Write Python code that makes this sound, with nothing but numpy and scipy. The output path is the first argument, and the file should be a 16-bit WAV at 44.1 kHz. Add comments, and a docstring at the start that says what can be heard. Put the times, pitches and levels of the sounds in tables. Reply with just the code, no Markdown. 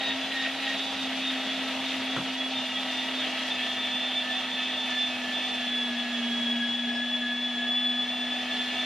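"""A high whine, a hum and a harsh rattle sound from the start: an electric meat grinder on a kitchen counter.
The motor hums once a turn, its pinion whines at the tooth rate against the first gear, later gears drone,
and loose gears rattle as noise that partly repeats with each gear turn, coloured by the housing.
Half-frozen meat loads the auger: speed sags, the teeth stay in contact, and rattle gives way to whine.
A hand knocks the bowl once; it clacks, thuds and settles in a quick run of blows."""
import sys
import numpy as np
from scipy import signal
from scipy.fft import rfft, irfft
from scipy.io import wavfile

SR = 44100
rng = np.random.default_rng(int(sys.argv[2]) if len(sys.argv) > 2 else 0)


def master(y):
    """Save y as 16-bit WAV."""
    cut = np.clip(np.atleast_2d(y).T, -1, 1)
    pcm = np.round(cut * 32767)  # scale
    wavfile.write(sys.argv[1], SR, pcm.astype(np.int16))


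N = 390285
T = np.arange(N) / SR
HZ = np.fft.rfftfreq(N, 1 / SR)

# mean motor speed, sagging as the meat is pushed in: (time [s], speed [turns/s])
MEAN_SPEED = [(0.0, 266.1), (0.16, 264.1), (0.67, 267.2), (0.84, 266.5), (1.17, 261.3), (2.24, 261.5),
              (2.5, 259.4), (2.68, 255.6), (3.29, 257.4), (3.51, 253.8), (3.9, 252.4), (4.65, 253.2),
              (5.17, 249.2), (5.5, 251.6), (5.74, 243.8), (6.45, 238.4), (7.28, 243.6), (7.58, 243.1),
              (8.85, 249.3)]
# stereo width over frequency: (frequency [Hz], side relative to middle [dB])
STEREO_WIDTH = [(60, -32), (200, -44), (400, -17.5), (650, -30), (1300, -29), (2300, -26.5), (2800, -27.5),
                (3400, -5.5), (4500, -5), (6500, -2), (9000, 5), (14000, 5.5)]
PINION_TEETH, GEAR_TEETH = 7, 47
# the teeth are pressed tight at the first motor speed and run loose at the second [turns/s]
TIGHT_HZ, LOOSE_HZ = 240, 266


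def gain_of(db):
    """Level to amplitude: 20 dB is a factor of ten."""
    return 10 ** (np.asarray(db) / 20)


def evened(x):
    """Normalisation to unit rms, so that a following gain sets the level."""
    return x / np.sqrt(np.mean(abs(x) ** 2) + 1e-20)


def curve(rows):
    """Linear interpolation of a control curve to every sample."""
    return np.interp(T, *np.transpose(rows))


def read(points, hz):
    """Linear interpolation of a spectrum on a logarithmic frequency axis."""
    f, value = np.transpose(points)
    return np.interp(np.log(hz + 1), np.log(f + 1), value)


def bump(middle, length):
    """A flat-topped exponential pulse: it rises to 1, holds and falls, with 1/e at both ends of length."""
    shape = np.zeros(N)
    near = slice(*np.searchsorted(T, [middle - length, middle + length]))
    shape[near] = np.exp(-(2 * (T[near] - middle) / length) ** 4)
    return shape


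def wander(hz):
    """Low-passed random fluctuation of rms 1, with changes up to about hz."""
    size = 4096
    f = np.fft.rfftfreq(size, T[-1] / size)
    slow = irfft(rfft(rng.standard_normal(size)) / (1 + (f / hz) ** 2))
    return np.interp(T, np.linspace(0, T[-1], size), evened(slow))


def tooth_pattern(turns, count):
    """Periodicity of gear flaws: a random pattern of count harmonics recurs with every turn."""
    size = 16384
    flaws = irfft(np.r_[0, np.exp(2j * np.pi * rng.random(count))], size)
    return np.interp(turns % 1, np.arange(size) / size, evened(flaws))


def tone(turns, flutter, flutter_hz):
    """Random modulation of a rotating phasor, in strength and phase; its real part has rms near 1."""
    unsteady = 1 + flutter * (wander(flutter_hz) + 1j * wander(flutter_hz))
    return np.sqrt(2) * evened(unsteady) * np.exp(2j * np.pi * (turns + rng.random()))


def stereo(mid, side):
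    """Sum and difference: middle and side become left and right."""
    return np.array([mid + side, mid - side])


def spread_tone(turns, flutter, flutter_hz):
    """Quadrature stereo: a side part a quarter cycle off, sized by the width at the mean frequency."""
    mean_hz = turns[-1] / T[-1]
    rotating = tone(turns, flutter, flutter_hz)
    side_gain = rng.choice([-1, 1]) * gain_of(read(STEREO_WIDTH, mean_hz))
    return stereo(rotating.real, rotating.imag * side_gain)


def looseness():
    """Tooth contact under load: 0 when speed sags to the tight value, 1 when the teeth run loose."""
    return np.interp(curve(MEAN_SPEED), [TIGHT_HZ, LOOSE_HZ], [0, 1])


def regularity():
    """Periodic against random gear noise: the share that repeats each turn depends on mean speed."""
    # repeating share, largest at middle speeds: (motor speed [turns/s], share [0-1])
    repeating_share = [(240, 0.28), (254, 0.4), (266, 0.26)]
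    return np.clip(np.interp(curve(MEAN_SPEED), *np.transpose(repeating_share)), 0, 1)


def auger_turns():
    """Gear reduction: the auger's turns are the integral of mean motor speed over the ratio."""
    motor_turns_per_auger_turn = 82.03
    return np.cumsum(curve(MEAN_SPEED)) / SR / motor_turns_per_auger_turn


def speed():
    """Cyclic load: the auger meets the meat once a turn and motor speed [turns/s] swings about its sag."""
    swing_hz, fastest_at = 1.35, .037  # swing either way with loose gears; place in the auger turn [0-1]
    swing = swing_hz * (1 + looseness()) / 2  # narrower under load
    return curve(MEAN_SPEED) + swing * np.cos(2 * np.pi * (auger_turns() - fastest_at))


def swell_db(name):
    """Cyclic modulation: a sound's level rises and falls with each auger turn."""
    # swell once an auger turn, by sound: (depth either way [dB], place of the peak in the turn [0-1])
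    swells = {"hum": (0.35, 0.38), "teeth": (0.73, 0.59), "whine": (0.26, 0.044), "lower": (2.1, 0.85),
              "rattle": (0.45, 0.2)}
    depth_db, peak_at = swells[name]
    return depth_db * np.cos(2 * np.pi * (auger_turns() - peak_at))


def response(name):
    """Structural resonance: the housing favours each tone at certain speeds; returns amplitude."""
    # the motor speeds of the response levels: (speed [turns/s])
    response_speeds = (238.5, 243, 248.5, 251, 253, 257, 261.5, 264.5, 267)
    # level of each tone, one column per speed above: (level [dB], ...)
    # hum, its third harmonic, tooth tone, the whine at its octave, the whine's lower and upper sidebands
    response_levels = {"hum": (-32.5, -36.5, -38.5, -40.5, -42.5, -38.5, -36, -39.5, -41),
                       "third": (-56.5, -52.5, -48, -48.5, -53, -58, -61, -58, -45),
                       "teeth": (-45.5, -40.5, -46, -43.5, -45, -53, -55, -52, -51),
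                       "whine": (-33.5, -34, -37, -32.5, -34.5, -41, -43, -42.5, -43),
                       "lower": (-62, -56.5, -49.5, -43.5, -40.5, -48, -43, -42.5, -57),
                       "upper": (-50, -50.5, -59, -57, -56, -59, -61, -47, -48)}
    return gain_of(np.interp(speed(), response_speeds, response_levels[name]))


def strength_of(name):
    """Resonant response times cyclic swell: a tone's amplitude."""
    return response(name) * gain_of(swell_db(name))


def flared(strength, which):
    """Power summation: brief flares, as the teeth bite and sing out, add to a tone's mean square."""
    # flares: (middle [s], length [s], tone, level [dB])
    flare_events = [(0.07, 0.13, "teeth", -38), (0.303, 0.31, "lower", -47), (0.08, 0.15, "whine", -35),
                    (0.405, 0.16, "teeth", -36), (0.412, 0.092, "whine", -36.5),
                    (0.69, 0.08, "teeth", -34.5), (0.815, 0.19, "whine", -39.5), (.85, 0.19, "lower", -38),
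                    (1.007, 0.048, "whine", -38), (1.186, .08, "lower", -48),
                    (1.282, 0.041, "whine", -30.5), (1.5, 0.09, "lower", -38), (1.85, .12, "lower", -48),
                    (1.9, 0.064, "whine", -41), (2.12, 0.11, "lower", -39.5), (2.43, 0.084, "lower", -34.5),
                    (2.584, 0.15, "whine", -36.5), (2.78, 0.057, "lower", -31),
                    (3.004, 0.034, "whine", -35), (3.196, 0.1, "whine", -35), (3.2, .12, "lower", -40),
                    (3.516, 0.022, "whine", -22), (3.605, 0.27, "teeth", -44), (3.62, 0.043, "lower", -37),
                    (3.844, 0.021, "whine", -30.5), (3.954, 0.063, "whine", -34),
                    (4.17, 0.057, "whine", -30.5), (4.29, 0.11, "teeth", -38), (4.33, 0.045, "whine", -36),
                    (4.607, 0.046, "teeth", -41), (4.947, 0.088, "teeth", -36.5),
                    (5.013, 0.075, "whine", -30.5), (5.3, 0.11, "teeth", -39), (5.76, 0.17, "whine", -33),
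                    (6.5, 0.095, "whine", -33), (6.643, 0.081, "teeth", -34.5),
                    (6.723, 0.065, "whine", -33.5), (6.98, 0.14, "teeth", -35), (7.146, 0.03, "whine", -29),
                    (7.274, 0.1, "teeth", -34.5), (7.45, 0.065, "whine", -29), (7.622, 0.081, "teeth", -37),
                    (7.744, 0.12, "whine", -27), (7.875, 0.1, "whine", -29.5), (8.005, 0.075, "whine", -29),
                    (8.25, 0.72, "whine", -36), (8.51, .08, "teeth", -41), (8.612, 0.044, "whine", -31),
                    (8.795, 0.39, "teeth", -42.5), (8.802, 0.088, "whine", -41)]
    power = sum(gain_of(db) ** 2 * bump(s, length) for s, length, name, db in flare_events if name == which)
    return np.sqrt(strength ** 2 + power)


def contact():
    """Loss of contact: the gain is near 1 while teeth press together and dips as they slip."""
    # slips: (middle [s], length [s], dip [dB])
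    slip_events = [(0.253, 0.11, -16), (0.543, 0.19, -2.5), (1.117, 0.085, -13), (1.53, 0.25, 0),
                   (1.753, .07, -14), (2.212, 0.1, -13), (2.456, 0.14, -11), (3.392, 0.23, -28),
                   (3.595, 0.055, -15), (4.265, 0.06, -11), (4.463, 0.13, -5.5), (5.198, 0.2, -6.5),
                   (5.292, 0.074, -13), (5.932, 0.068, -7), (6.077, 0.09, -12), (6.218, 0.031, -11),
                   (8.066, 0.033, -7), (8.467, 0.089, -10)]
    return gain_of(sum(db * bump(s, length) for s, length, db in slip_events))


def housing_db(hz):
    """Superposed resonances: housing and counter favour or weaken a frequency, in dB."""
    # peaks and dips: (centre [Hz], width at half the dB [Hz], height [dB])
    housing_peaks = [(59.6, 14, 9), (111, 45, 9.5), (209.5, 46.6, 14.5), (301.6, 15.6, 7), (419, 45, 2.3),
                     (647.6, 121, 10), (793, 99, 7.5), (938, 68, 4), (1016, 43, -7.5), (1310, 73, 2.5),
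                     (1935, 39, 7.5), (2228, 65, 2.5), (2571, 73, 8), (2740, 120, 5.5), (2865, 77, 6),
                     (3116, 55, 4), (3326, 99, 4.5), (3910, 49, -4), (4310, 41, 4), (4750, 130, 0.5),
                     (4810, 99, 7), (5360, 100, -10.5), (5310, 40, 9.5), (5400, 60, 6), (5500, 90, -3),
                     (6050, 120, -3), (6320, 130, -5.5)]
    return sum(db / (1 + (2 * (hz - peak) / width) ** 4) for peak, width, db in housing_peaks)


def bowl(clack_t60=0.083, rise=0.0041):
    """Impact excitation: each blow is a sharp crack, a short steel clatter and decaying counter modes."""
    # blows of the knock and the settling: (time [s], clack level [dB], thud level [dB])
    knock_blows = [(2.165, -27, -48), (2.172, -42, -34), (2.182, -34, -52), (2.194, -45, -38),
                   (2.204, -38, -57)]
    # modes of bowl and counter: (frequency [Hz], level [dB], 60 dB decay time [s])
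    thud_modes = [(88, -8, .14), (138, -2, 0.16), (168, 6.5, 0.13), (206, 7.5, 0.29), (320, -6, 0.12),
                  (526, -9, 0.25)]
    # relative spectrum of the clack: (frequency [Hz], density [dB per Hz])
    clack_colour = [(40, -34), (150, -6), (520, 1.5), (720, -2), (950, -5), (1150, 2), (1280, -1.5),
                    (1410, 5), (1580, -7), (1780, -3), (2200, -8), (4000, -25), (9000, -33), (14500, -55)]
    crack_db = 10  # peak of the crack above the rms of the undecayed clatter
    t = T[:SR // 2]
    colour = gain_of(read(clack_colour, np.fft.rfftfreq(len(t), 1 / SR)))
    # minimum phase puts the crack's energy at its very start
    log_gain = np.log(gain_of(read(clack_colour, abs(np.fft.fftfreq(len(t), 1 / SR)))))
    crack = np.fft.ifft(np.exp(signal.hilbert(log_gain).conj())).real
    crack = crack / abs(crack).max()
    thud = sum(gain_of(db - 60 * t / t60) * np.sin(2 * np.pi * hz * t) for hz, db, t60 in thud_modes)
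    thud = thud * (1 - np.exp(-t / rise))
    # the thud carries little below about 85 Hz
    thud = signal.sosfilt(signal.butter(2, 85, "highpass", fs=SR, output="sos"), thud)
    fade = np.minimum(t / 0.00065, 1) * gain_of(-60 * t / clack_t60)
    out = np.zeros(N)
    for s, clack_db, thud_db in knock_blows:
        clatter = evened(irfft(rfft(rng.standard_normal(len(t))) * colour, len(t))) * fade
        clack = gain_of(crack_db) * crack + clatter
        out[round(s * SR):][:len(t)] += gain_of(clack_db) * clack + gain_of(thud_db) * thud
    return out


def chatter(gear_turns, repeat, throb):
    """Periodic plus random excitation: some tooth blows repeat each gear turn, and all throb with it."""
    repeat = np.clip(repeat, 0, 1)
    repeating = np.sqrt(repeat) * tooth_pattern(gear_turns, count=440)
    chance = np.sqrt(1 - repeat) * rng.standard_normal(N)
    return evened((repeating + chance) * (1 + throb * tooth_pattern(gear_turns, count=10)))


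def rattle(gear_turns):
    """Source and filter: tooth blows within the gears' play excite the housing, band by band."""
    # mean rattle in the middle range, before band trims: (time [s], level [dB])
    rattle_level = [(0, -36.5), (1.9, -36), (2.4, -38), (3.3, -36), (4.1, -38.5), (5.45, -38),
                    (5.85, -39.5), (6.4, -39.5), (6.85, -42), (7.9, -42.5), (8.84, -37)]
    # relative broad spectrum of the running machine: (frequency [Hz], density [dB per Hz])
    machine_colour = [(30, -28.5), (80, -23.5), (170, -16), (280, -8), (1050, -4.5), (1700, 0.5),
                      (2700, -1.5), (3400, 2), (4000, -0.5), (4600, -9.5), (6000, -12.5), (8300, -23.5),
                      (11500, -31.5), (13400, -35.5), (14400, -62)]
    # short fits of loose-gear clatter: (middle [s], length [s], rise in the rasp band [dB])
    clatter_fits = [(0.35, 0.064, 0.5), (0.696, 0.065, 2), (1.918, 0.079, 1), (2.526, 0.046, 1),
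                    (3.425, 0.14, 0.5), (4.646, 0.062, 1), (4.9, 0.11, 1.5)]
    loose_uneven_db = 1.35  # rms unevenness with the gears loose, half of it under load
    colour = gain_of(read(machine_colour, HZ) + housing_db(HZ))
    # the level refers to the rasping middle range
    colour = colour / np.sqrt(np.mean(colour ** 2 * ((HZ > 1900) & (HZ < 3200))))
    mean_db = curve(rattle_level)
    surge_db = swell_db("rattle") * looseness() ** 2
    fits_db = sum(db * bump(s, length) for s, length, db in clatter_fits)
    under = [1 / (1 + (HZ / edge_hz) ** 8) for edge_hz in (1400, 4300, 8000)]
    # rumble, rasp, hiss and fizz: (band, level [dB], share of the regularity, throb)
    layers = [(under[0], mean_db + 0.26 * surge_db + .1, .6, .1),
              (under[1] - under[0], mean_db + 2.0 * surge_db + fits_db - .7, .85, .14),
              (under[2] - under[1], mean_db + 1.0 * surge_db + 0.63 * fits_db + 0.22, .25, .06),
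              (1 - under[2], mean_db + .15 * surge_db + 0.16, .1, .06)]
    out = np.zeros((2, N))
    for band, db, share, throb in layers:
        mid, side = (rfft(chatter(gear_turns, share * regularity(), throb)) * colour * band for _ in range(2))
        uneven_db = loose_uneven_db * (1 + looseness()) / 2 * wander(hz=23.0)
        both = stereo(mid, side * gain_of(read(STEREO_WIDTH, HZ)))
        out += gain_of(db + uneven_db) * irfft(both, N)
    return out


def later_gears(gear_turns, streak_db=2.0):
    """Order tracking: multiples of the first gear's speed drone and swell across the housing's peaks."""
    # tones, before the housing's gain:
    # (multiple of gear speed [1], level under light load [dB], level under heavy load [dB])
    gear_tones = [(12.05, -65, -60.5), (17, -67.5, -65), (18.15, -71, -66), (19.04, -63.5, -61),
                  (23.03, -74, -65), (23.94, -58, -71), (25, -63, -73), (33.83, -57, -56), (35.8, -71, -68),
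                  (46.6, -60, -49), (48.7, -69.5, -54), (50.6, -57.5, -51), (61.1, -51, -62),
                  (62.6, -65, -56), (68.8, -63.5, -54.5), (68.9, -56, -65), (72.2, -56, -64),
                  (74.7, -55, -60), (75, -54, -59), (77.6, -59, -64), (82, -59, -70), (82.1, -56, -50.5),
                  (84.2, -69, -46), (88.5, -53.5, -52), (92, -69, -53), (94.6, -66, -45.5), (117, -60, -58)]
    gear_hz = np.gradient(gear_turns) * SR
    speeds = np.linspace(gear_hz.min(), gear_hz.max(), 200)
    motor_speeds = speeds * GEAR_TEETH / PINION_TEETH
    load = np.interp(motor_speeds, [TIGHT_HZ, (TIGHT_HZ + LOOSE_HZ) / 2], [1, 0])
    drone = 0
    for k, light_db, heavy_db in gear_tones:
        level = (1 - load) * gain_of(light_db) + load * gain_of(heavy_db)
        strength = np.interp(gear_hz, speeds, level * gain_of(housing_db(k * speeds)))
        streaks = evened(gain_of(streak_db * wander(hz=11)))  # each tone comes and goes on its own
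        drone = drone + strength * streaks * spread_tone(k * gear_turns, flutter=0.68, flutter_hz=9.9)
    return evened(regularity()) * drone


def motor(turns, side_db=-37, second_db=-55):
    """Rotating unbalance: a hum once a turn with harmonics; fan and commutator add faint tones."""
    # faint tones: (multiple of motor speed [1], level [dB])
    motor_tones = [(16, -86), (17, -57.5), (24, -67)]
    hum = strength_of("hum") * tone(turns, flutter=0.086, flutter_hz=8.4)
    # the second harmonic grows as the gears run loose
    second = gain_of(second_db) * looseness() ** 2 * tone(2 * turns, flutter=1.0, flutter_hz=10).real
    third = response("third") * tone(3 * turns, flutter=0.37, flutter_hz=4.9).real
    faint = sum(gain_of(db) * tone(k * turns, flutter=.6, flutter_hz=4).real for k, db in motor_tones)
    return stereo(hum.real, gain_of(side_db) * hum.imag) + second + third + faint


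def whine(turns, gear_turns, gear_throb=0.053, swirl=0.23):
    """Gear meshing: pinion teeth sing at the tooth rate and its octave; flaws and runout modulate them."""
    # lean of the whine to one side as room reflections shift with its pitch: (time [s], left over right [dB])
    side_lean = [(0, 1), (.95, -3), (1.15, 1), (1.35, -1.5), (1.7, 1), (2.35, -1.5), (3.6, -1.5),
                 (3.8, 1.5), (3.95, -2.5), (4.7, -1.5), (5.35, -2), (5.87, -1), (6.0, 3), (6.1, -5),
                 (6.8, 3.3), (7.45, 1), (8.33, 1), (8.6, -.8)]
    # overtones of the tooth tone: (multiple of the tooth rate [1], level [dB])
    mesh_overtones = [(3, -68), (4, -72), (5, -76)]
    teeth = PINION_TEETH * turns
    mesh = flared(strength_of("teeth"), "teeth") * tone(teeth, flutter=0.3, flutter_hz=29.8)
    # loose teeth flutter, loaded teeth sing cleanly
    flicker = evened(gain_of((.5 + .9 * looseness()) * wander(hz=18)))
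    strength = flared(strength_of("whine"), "whine") * contact() * flicker
    octave = strength * tone(2 * teeth, flutter=.12 + .18 * looseness(), flutter_hz=25)
    # running off centre puts a sideband one motor turn to either side of the whine
    lower = tone(2 * teeth - turns, flutter=0.33, flutter_hz=25.2)
    upper = tone(2 * teeth + turns, flutter=0.78, flutter_hz=23)
    runout = flared(strength_of("lower"), "lower") * lower + response("upper") * upper
    shake = 1 + gear_throb * tooth_pattern(gear_turns, count=3)
    # level and phase [rad] shift oppositely at left and right
    sides = np.array([[1], [-1]])
    lean_db = curve(side_lean) * sides / 2
    lead = swirl * wander(hz=11) * sides
    sung = (octave + runout) * gain_of(lean_db) * np.exp(1j * lead)
    sung = sung + mesh * gain_of(.4 * lean_db) * np.exp(.25j * lead)
    # thin overtones drift in and out, clearer under load
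    overtones = 0
    for k, db in mesh_overtones:
        drift = evened(gain_of(2.5 * wander(hz=2)) * (1.4 - looseness()))
        overtones = overtones + gain_of(db) * drift * spread_tone(k * teeth, flutter=1.0, flutter_hz=11)
    return (shake * sung).real + overtones


def scene():
    """Kinematic coupling: one motor shaft, trembling slightly in speed, drives all the gears."""
    turns = np.cumsum(speed() * (1 + 0.00109 * wander(12.3))) / SR
    gear_turns = turns * PINION_TEETH / GEAR_TEETH
    return bowl() + rattle(gear_turns) + later_gears(gear_turns) + motor(turns) + whine(turns, gear_turns)


def record(dry):
    """Band limiting: a linear-phase low-pass filter removes what lies above its edge."""
    edge_hz = 15000
    low_pass = signal.firwin(511, edge_hz, window=("kaiser", 9), fs=SR)
    return signal.oaconvolve(dry, low_pass[None], "same")


dry = scene()
out = record(dry)
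master(out)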